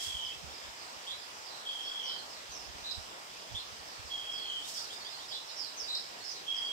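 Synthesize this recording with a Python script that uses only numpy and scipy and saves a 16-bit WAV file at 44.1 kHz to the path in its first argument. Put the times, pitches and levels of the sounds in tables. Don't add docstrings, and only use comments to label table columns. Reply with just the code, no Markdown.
import sys
import numpy as np
from scipy import signal
from scipy.fft import rfft, irfft
from scipy.io import wavfile
from scipy.ndimage import uniform_filter1d

SR = 44100
rng = np.random.default_rng(int(sys.argv[2]) if len(sys.argv) > 2 else 0)


def inscribe(sig):
    pcm = np.round(np.clip(np.atleast_2d(sig).T, -1, 1) * 32767)
    wavfile.write(sys.argv[1], SR, pcm.astype(np.int16))


N = 296352


# pitch in Hz, relative level in dB.
HISS_COLOUR = [(30, -27), (100, -12.5), (200, -13), (400, -6), (720, -0.5), (950, -0.5), (1400, -2.5),
               (2100, -5.5), (3500, -4.5), (6000, -9.5), (9000, -17.5), (12000, -22), (15500, -22.5)]
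# pitch in Hz, likeness from 0 to 1.
HISS_LIKENESS = [(60, 0.78), (300, 1), (600, 0.37), (1000, 0.27), (1500, 0.58), (2000, 0.25), (8000, .05)]
HISS_DB = -48.5
HISS_LEAD_S = 0.00035

# time in seconds, level in dB.
BREEZE = [(0, -68), (.9, -78), (1.3, -77), (1.75, -85), (2.15, -82), (2.58, -68), (3.1, -73), (3.4, -77),
          (3.62, -71), (4.2, -72), (5, -80), (6.72, -79)]
# peak time in seconds, peak level in dB, starting pitch in Hz before it sinks and wavers.
GUSTS = [(.075, -51.5, 110), (.155, -54, 70.2), (.265, -62, 80), (.365, -59, 110), (0.441, -48.5, 190),
         (.475, -52, 70), (.515, -56, 90), (.655, -58, 70), (.69, -59, 69.6), (.97, -62, 90),
         (1.12, -63, 80), (1.17, -64, 60), (2.39, -65, 90), (2.495, -57, 75), (2.62, -64, 70.2),
         (2.69, -57, 80), (2.755, -55, 79.7), (2.825, -58, 75), (2.984, -48, 100), (3.045, -57, 69.8),
         (3.522, -48.5, 150), (3.548, -47, 120.2), (3.59, -60, 70), (3.725, -57, 90), (3.805, -60, 70),
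         (4.0, -53, 129), (4.055, -53.5, 70), (4.335, -64, 100), (5.84, -63, 70)]
# pitch in Hz, relative level in dB.
WIND_COLOUR = [(32, -38), (45, 2), (60, 4.5), (120, -8), (200, -5), (300, -18), (500, -47)]
GUST_RISE_DB_PER_S, GUST_FALL_DB_PER_S = 900, 502
GUST_LEAD_S, GUST_SINK_S = 0.014, 0.035
GUST_LOW_HZ = 55.1
GUST_EDDIES_DB = -5

# peak time in seconds, peak level in dB, fading in dB per second.
RUSTLES = [(.032, -42, 90), (4.69, -44, 108), (4.775, -47.5, 110), (4.936, -53.5, 160)]
# pitch in Hz, relative level in dB.
RUSTLE_COLOUR = [(1500, -15), (3000, 1.5), (5000, 5), (6500, 4), (8000, 1.5), (12000, -5.5), (15500, -9.5)]
RUSTLE_RISE_DB_PER_S = 230

# start in seconds, glide in seconds, start pitch in Hz,
# end pitch in Hz, level in dB, left-right balance in dB.
PEEPS = [(.31, 0.014, 2730, 2640, -55.5, -2), (1.17, 0.055, 4740, 5000, -60.5, 2),
         (1.675, 0.032, 4500, 4570, -59, 5), (1.845, 0.046, 4200, 4600, -58, 4),
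         (2.16, 0.017, 4350, 4150, -55, -2), (3.09, .02, 3500, 3600, -62, -4),
         (4.78, .02, 5900, 5800, -56, -3), (4.92, 0.04, 4480, 4970, -55.5, 1),
         (5.0, 0.022, 4660, 4400, -53.5, 0), (5.04, 0.02, 4600, 4790, -54, -2),
         (5.11, 0.028, 3810, 4190, -55, -3), (5.185, .012, 4000, 3944, -58, -2.5),
         (6.2, .022, 4170, 4320, -54, -2), (6.645, .01, 4500, 4640, -52, 3)]
PEEP_HELD_S = 0.018
# start in seconds, level in dB, left-right balance in dB.
WHISTLES = [(.479, -59, 4), (.62, -58, 5), (4.605, -54, -4), (4.752, -52, 2), (4.892, -50, -1),
            (5.04, -50.5, -1), (5.185, -54.5, 0)]
# glide in seconds, held in seconds, start pitch in Hz, end pitch in Hz.
WHISTLE_SHAPE = (0.047, 0.015, 2980, 3710)
# start in seconds, level in dB, left-right balance in dB.
FLICKS = [(2.906, -43.5, -4), (2.922, -50, 4), (5.945, -38, 1), (5.968, -40.5, 3)]
# glide in seconds, held in seconds, start pitch in Hz, end pitch in Hz.
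FLICK_SHAPE = (0.00852, 0.0021, 3200, 5400)
# start in seconds, held in seconds, end pitch in Hz, level in dB,
# left-right balance in dB.
CHIRPS = [(1.06, 0.043, 3430, -43.5, -1), (1.1, 0.023, 3960, -48, 0), (2.828, .089, 3945, -43.5, -1.5),
          (3.54, 0.019, 3566, -41.5, 0.5), (3.575, 0.019, 4100, -49.5, 0), (5.3, 0.053, 3510, -47, 0),
          (5.315, .03, 3970, -44.5, -1.5), (5.868, 0.083, 3995, -40.5, 2.5)]
CHIRP_GLIDE_S, CHIRP_RISE_HZ = 0.0288, 241.6
# start in seconds, glide in seconds,
# held in seconds, start pitch in Hz, end pitch in Hz, level in dB, left-right balance in dB.
SLIDES = [(.205, 0.027, .005, 6600, 5870, -61, 0), (.24, 0.041, .005, 5350, 4750, -61, -2),
          (.49, 0.085, .01, 5950, 4700, -62, 3), (.765, 0.084, 0.0089, 5640, 4390, -65.5, 0),
          (1.42, .095, .1, 5520, 4040, -59.5, 0.5), (1.799, .12, 0.0094, 5700, 4940, -62, 0),
          (2.0, 0.2, 0.045, 6240, 4300, -58.5, 1), (2.04, 0.073, 0.024, 5000, 3990, -54.5, 1),
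          (2.28, 0.083, 0.034, 5890, 4000, -61.5, 2), (2.49, .12, 0.012, 6540, 5000, -57.5, -1.5),
          (3.855, 0.069, 0.034, 6290, 4250, -61.5, 5), (4.04, 0.065, .05, 5650, 4170, -63, 1),
          (4.3, 0.1, 0.097, 5930, 4250, -58.5, -1), (4.73, 0.054, 0.015, 6100, 4520, -50, 2),
          (4.77, 0.092, 0.024, 5980, 4060, -55.5, 4), (5.08, 0.074, 0.043, 5460, 4460, -58.5, 1),
          (5.278, 0.046, 0.012, 5330, 4550, -54.5, -1.5), (5.48, 0.025, 0.016, 4400, 3940, -54.5, -1),
          (5.46, .07, .02, 5340, 5050, -60.5, -1), (5.54, 0.135, 0.035, 6030, 3956, -53, -1),
          (5.56, 0.079, 0.013, 5500, 4590, -53, 0), (5.758, 0.074, 0.046, 6670, 4760, -50, 2.5),
          (6.22, 0.15, 0.04, 6200, 4024, -57.5, 8), (6.225, 0.091, 0.021, 5365, 4980, -58.5, -7),
          (6.29, 0.03, 0.0055, 6350, 5830, -53.5, -1), (6.55, 0.031, 0.0083, 5800, 4780, -53.5, 4)]
# start in seconds, level in dB before the effort is added.
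TRILLS = [(-.205, -42.5), (1.647, -42), (4.096, -43), (6.462, -39.5)]
# seconds after its start, effort in dB, pitch in Hz, buzz from 0 to 1.
TRILL_SHAPE = [(0, -0.5, 3330, 0.5), (0.041, 2, 3293, 0.27), (.105, -2.5, 3247, 0.28),
               (0.319, -1.5, 3319, .28), (0.389, -3, 3231, 0.77), (.455, -2, 3227, 0.97),
               (.495, -9, 3208, 1), (.54, -6, 3215, .9)]
BIRD_LEAD = 17

# pitch in Hz, left gain in dB, right gain in dB.
PORT_COLOUR = [(1880, 1, 1), (3930, -0.5, 3), (4310, -4.5, 4.5), (5190, -5, 10), (6090, 2.5, 3),
               (7100, 6, -1), (7680, 8.5, -14), (9080, 2.5, -2.5), (11750, -0.5, -3), (14000, -8, 6.5),
               (15500, 2, -6)]
EDGE_HZ = 15720


def gain_of(db):
    return 10 ** (np.asarray(db) / 20)


def evened(x):
    return x / np.sqrt(np.mean(x ** 2) + 1e-20)


def read(points, hz, column=1):
    table = np.transpose(points)
    return np.interp(np.log(hz + 1), np.log(table[0] + 1), table[column])


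def coloured(x, points, column=1):
    level_db = read(points, np.fft.rfftfreq(len(x), 1 / SR), column)
    return irfft(rfft(x) * gain_of(level_db), len(x))


def wander(size, per_s):
    noise = uniform_filter1d(rng.standard_normal(size), 40)
    return evened(signal.lfilter([1], [1, -np.exp(-2 * np.pi * per_s / SR)], noise))


def swells(peak_s, peak_db, rise_db_per_s, fall_db_per_s):
    t = np.arange(0, N + 64, 64) / SR
    power = 0
    for s, db, fall in np.broadcast(peak_s, peak_db, fall_db_per_s):
        drop_db = np.where(t < s, rise_db_per_s * (s - t), fall * (t - s))
        power = power + gain_of(db - drop_db) ** 2
    return np.interp(np.arange(N) / SR, t, np.sqrt(power))


def add(mix, s, sound):
    at = round(s * SR)
    sound = sound[:, max(-at, 0):]
    part = mix[:, max(at, 0):][:, :sound.shape[1]]
    part += sound[:, :part.shape[1]]


def hiss():
    frames, hz = N // 256 + 5, np.fft.rfftfreq(1024, 1 / SR)
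    a, b, c, d, patches = rng.standard_normal((frames, 513, 5)).T
    patches = uniform_filter1d(patches, 14, 0)
    patches = evened(uniform_filter1d(patches, 16, 1))
    same = np.clip(read(HISS_LIKENESS, hz), 0, 1)[:, None]
    left = a + 1j * b
    late = left * np.exp(-2j * np.pi * hz * HISS_LEAD_S)[:, None]
    right = same * late + np.sqrt(1 - same ** 2) * (c + 1j * d)
    spectra = np.array([left, right]) * gain_of(read(HISS_COLOUR, hz)[:, None] + 1.25 * patches)
    sound = signal.istft(spectra, nperseg=1024, noverlap=768)[1][:, :N]
    return gain_of(HISS_DB) * evened(sound)


def wind():
    s, db, start_hz = np.transpose(GUSTS)
    t = np.arange(N) / SR
    breeze = gain_of(np.interp(t, *np.transpose(BREEZE)) + 3 * wander(N, 4.5))
    gusts = swells(s, db, GUST_RISE_DB_PER_S, GUST_FALL_DB_PER_S)
    eddies = np.array([evened(coloured(rng.standard_normal(N), WIND_COLOUR)) * gain_of(1.6 * wander(N, 11.0))
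                       for port in range(2)])
    last = np.clip(np.searchsorted(s - GUST_LEAD_S, t) - 1, 0, None)
    age = np.maximum(t - s[last] + GUST_LEAD_S, 0)
    pitch = GUST_LOW_HZ + (start_hz[last] - GUST_LOW_HZ) * np.exp(-age / GUST_SINK_S)
    wavering = 1 + 0.163 * np.array([wander(N, 30) for port in range(2)])
    turns = np.cumsum(pitch * wavering, axis=1) / SR + rng.random((2, 1))
    thump = np.sqrt(2) * np.sin(2 * np.pi * turns)
    noise = eddies * np.hypot(breeze, gusts * gain_of(GUST_EDDIES_DB))
    return (noise + thump * gusts) * gain_of([[-14], [4.5]])


def rustle():
    s, db, fall_db_per_s = np.transpose(RUSTLES)
    grains = [rng.standard_normal(N) * gain_of(0.85 * wander(N, 200)) for port in range(2)]
    brushes = np.array([evened(coloured(g, RUSTLE_COLOUR)) for g in grains])
    return brushes * swells(s, db, RUSTLE_RISE_DB_PER_S, fall_db_per_s)


def echoed(call, pan_db, echo_db, t60):
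    at = np.arange(100, SR // 2 - 20, 20) + rng.integers(0, 20, (2, (SR // 2 - 101) // 20))
    taps = np.zeros((2, SR // 2))
    np.put_along_axis(taps, at, rng.choice([-1., 1.], at.shape) * gain_of(-60 * at / SR / t60), 1)
    taps *= gain_of(echo_db) / np.linalg.norm(taps[0])
    taps[0, 0] = taps[1, BIRD_LEAD] = 1
    return signal.fftconvolve(call[None], taps, axes=1) * gain_of([[pan_db / 2], [-pan_db / 2]])


def syrinx(hz, warble_hz, warble_depth_hz, throb, rough_hz):
    warble_rate = warble_hz * (1 + 0.038 * wander(len(hz), 15.0))
    beat = 2 * np.pi * (np.cumsum(warble_rate) / SR + rng.random())
    pitch = hz + warble_depth_hz * np.sin(beat) + rough_hz * wander(len(hz), 140)
    return (1 + throb * np.cos(beat)) * np.exp(2j * np.pi * np.cumsum(pitch) / SR)


def sweeps(table, bend, voice, settled, edge, echo_db, t60):
    warble_hz, depth_hz, throb, rough_hz = voice
    out = np.zeros((2, N))
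    for s, glide, held, start_hz, end_hz, db, pan_db in table:
        t = np.arange(0, glide + held, 1 / SR)
        left = np.clip(1 - t / glide, 0, 1)
        unrest = settled + (1 - settled) * np.minimum(4 * left, 1)
        hz = end_hz + (start_hz - end_hz) * left ** bend
        tone = syrinx(hz, warble_hz, depth_hz * unrest, throb * unrest, rough_hz * unrest)
        tone = tone + gain_of(-28) * (tone ** 2 + tone ** 3 / 2)
        call = gain_of(db) * evened(tone.real) * signal.windows.tukey(len(t), edge)
        add(out, s, echoed(call, pan_db, echo_db, t60))
    return out



def peeps():
    rows = [(s, glide, PEEP_HELD_S, *rest) for s, glide, *rest in PEEPS]
    return sweeps(rows, 1.3, (90, 60, .4, 45), settled=.9, edge=.5, echo_db=3, t60=.3)


def whistles():
    rows = [(s, *WHISTLE_SHAPE, db, pan) for s, db, pan in WHISTLES]
    return sweeps(rows, 1.3, (60, 5, .1, 15), settled=.9, edge=.4, echo_db=0, t60=.3)


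def flicks():
    rows = [(s, *FLICK_SHAPE, db, pan) for s, db, pan in FLICKS]
    return sweeps(rows, 1.08, (72, 5, .05, 120), settled=0.81, edge=0.68, echo_db=2.5, t60=0.4)


def chirps():
    rows = [(s, CHIRP_GLIDE_S, held, hz - CHIRP_RISE_HZ, hz, db, pan) for s, held, hz, db, pan in CHIRPS]
    return sweeps(rows, .6, (165, 190, .8, 90), settled=.6, edge=.55, echo_db=1, t60=.36)


def slides():
    return sweeps(SLIDES, 1.15, (125, 190, .8, 140), settled=.5, edge=.4, echo_db=5.5, t60=.35)


def trill(level_db):
    s, *columns = np.transpose(TRILL_SHAPE)
    t = np.arange(0, s[-1], 1 / SR)
    effort_db, hz, buzz = (np.interp(t, s, c) for c in columns)
    flutter = np.exp(2j * np.pi * np.cumsum(170 + 12 * wander(len(t), 10.3)) / SR)
    side_tones = buzz / flutter + .33 * buzz * flutter
    voice = syrinx(hz, 49, 42, .8 - .6 * buzz, 14)
    note = evened((voice * (1 + side_tones)).real)
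    call = note * gain_of(level_db + effort_db) * signal.windows.tukey(len(t), .06)
    return echoed(call, -.5, echo_db=1, t60=.33)


def birds():
    out = peeps() + whistles() + flicks() + chirps() + slides()
    for start, level_db in TRILLS:
        add(out, start, trill(level_db))
    return out


def scene():
    return hiss() + wind() + rustle() + birds()


def record(dry):
    ports = np.array([coloured(dry[0], PORT_COLOUR, column=1), coloured(dry[1], PORT_COLOUR, column=2)])
    low_pass = signal.firwin(511, EDGE_HZ, window=("kaiser", 9), fs=SR)
    return signal.oaconvolve(ports, low_pass[None], "same", axes=1)


dry = scene()
out = record(dry)
inscribe(out)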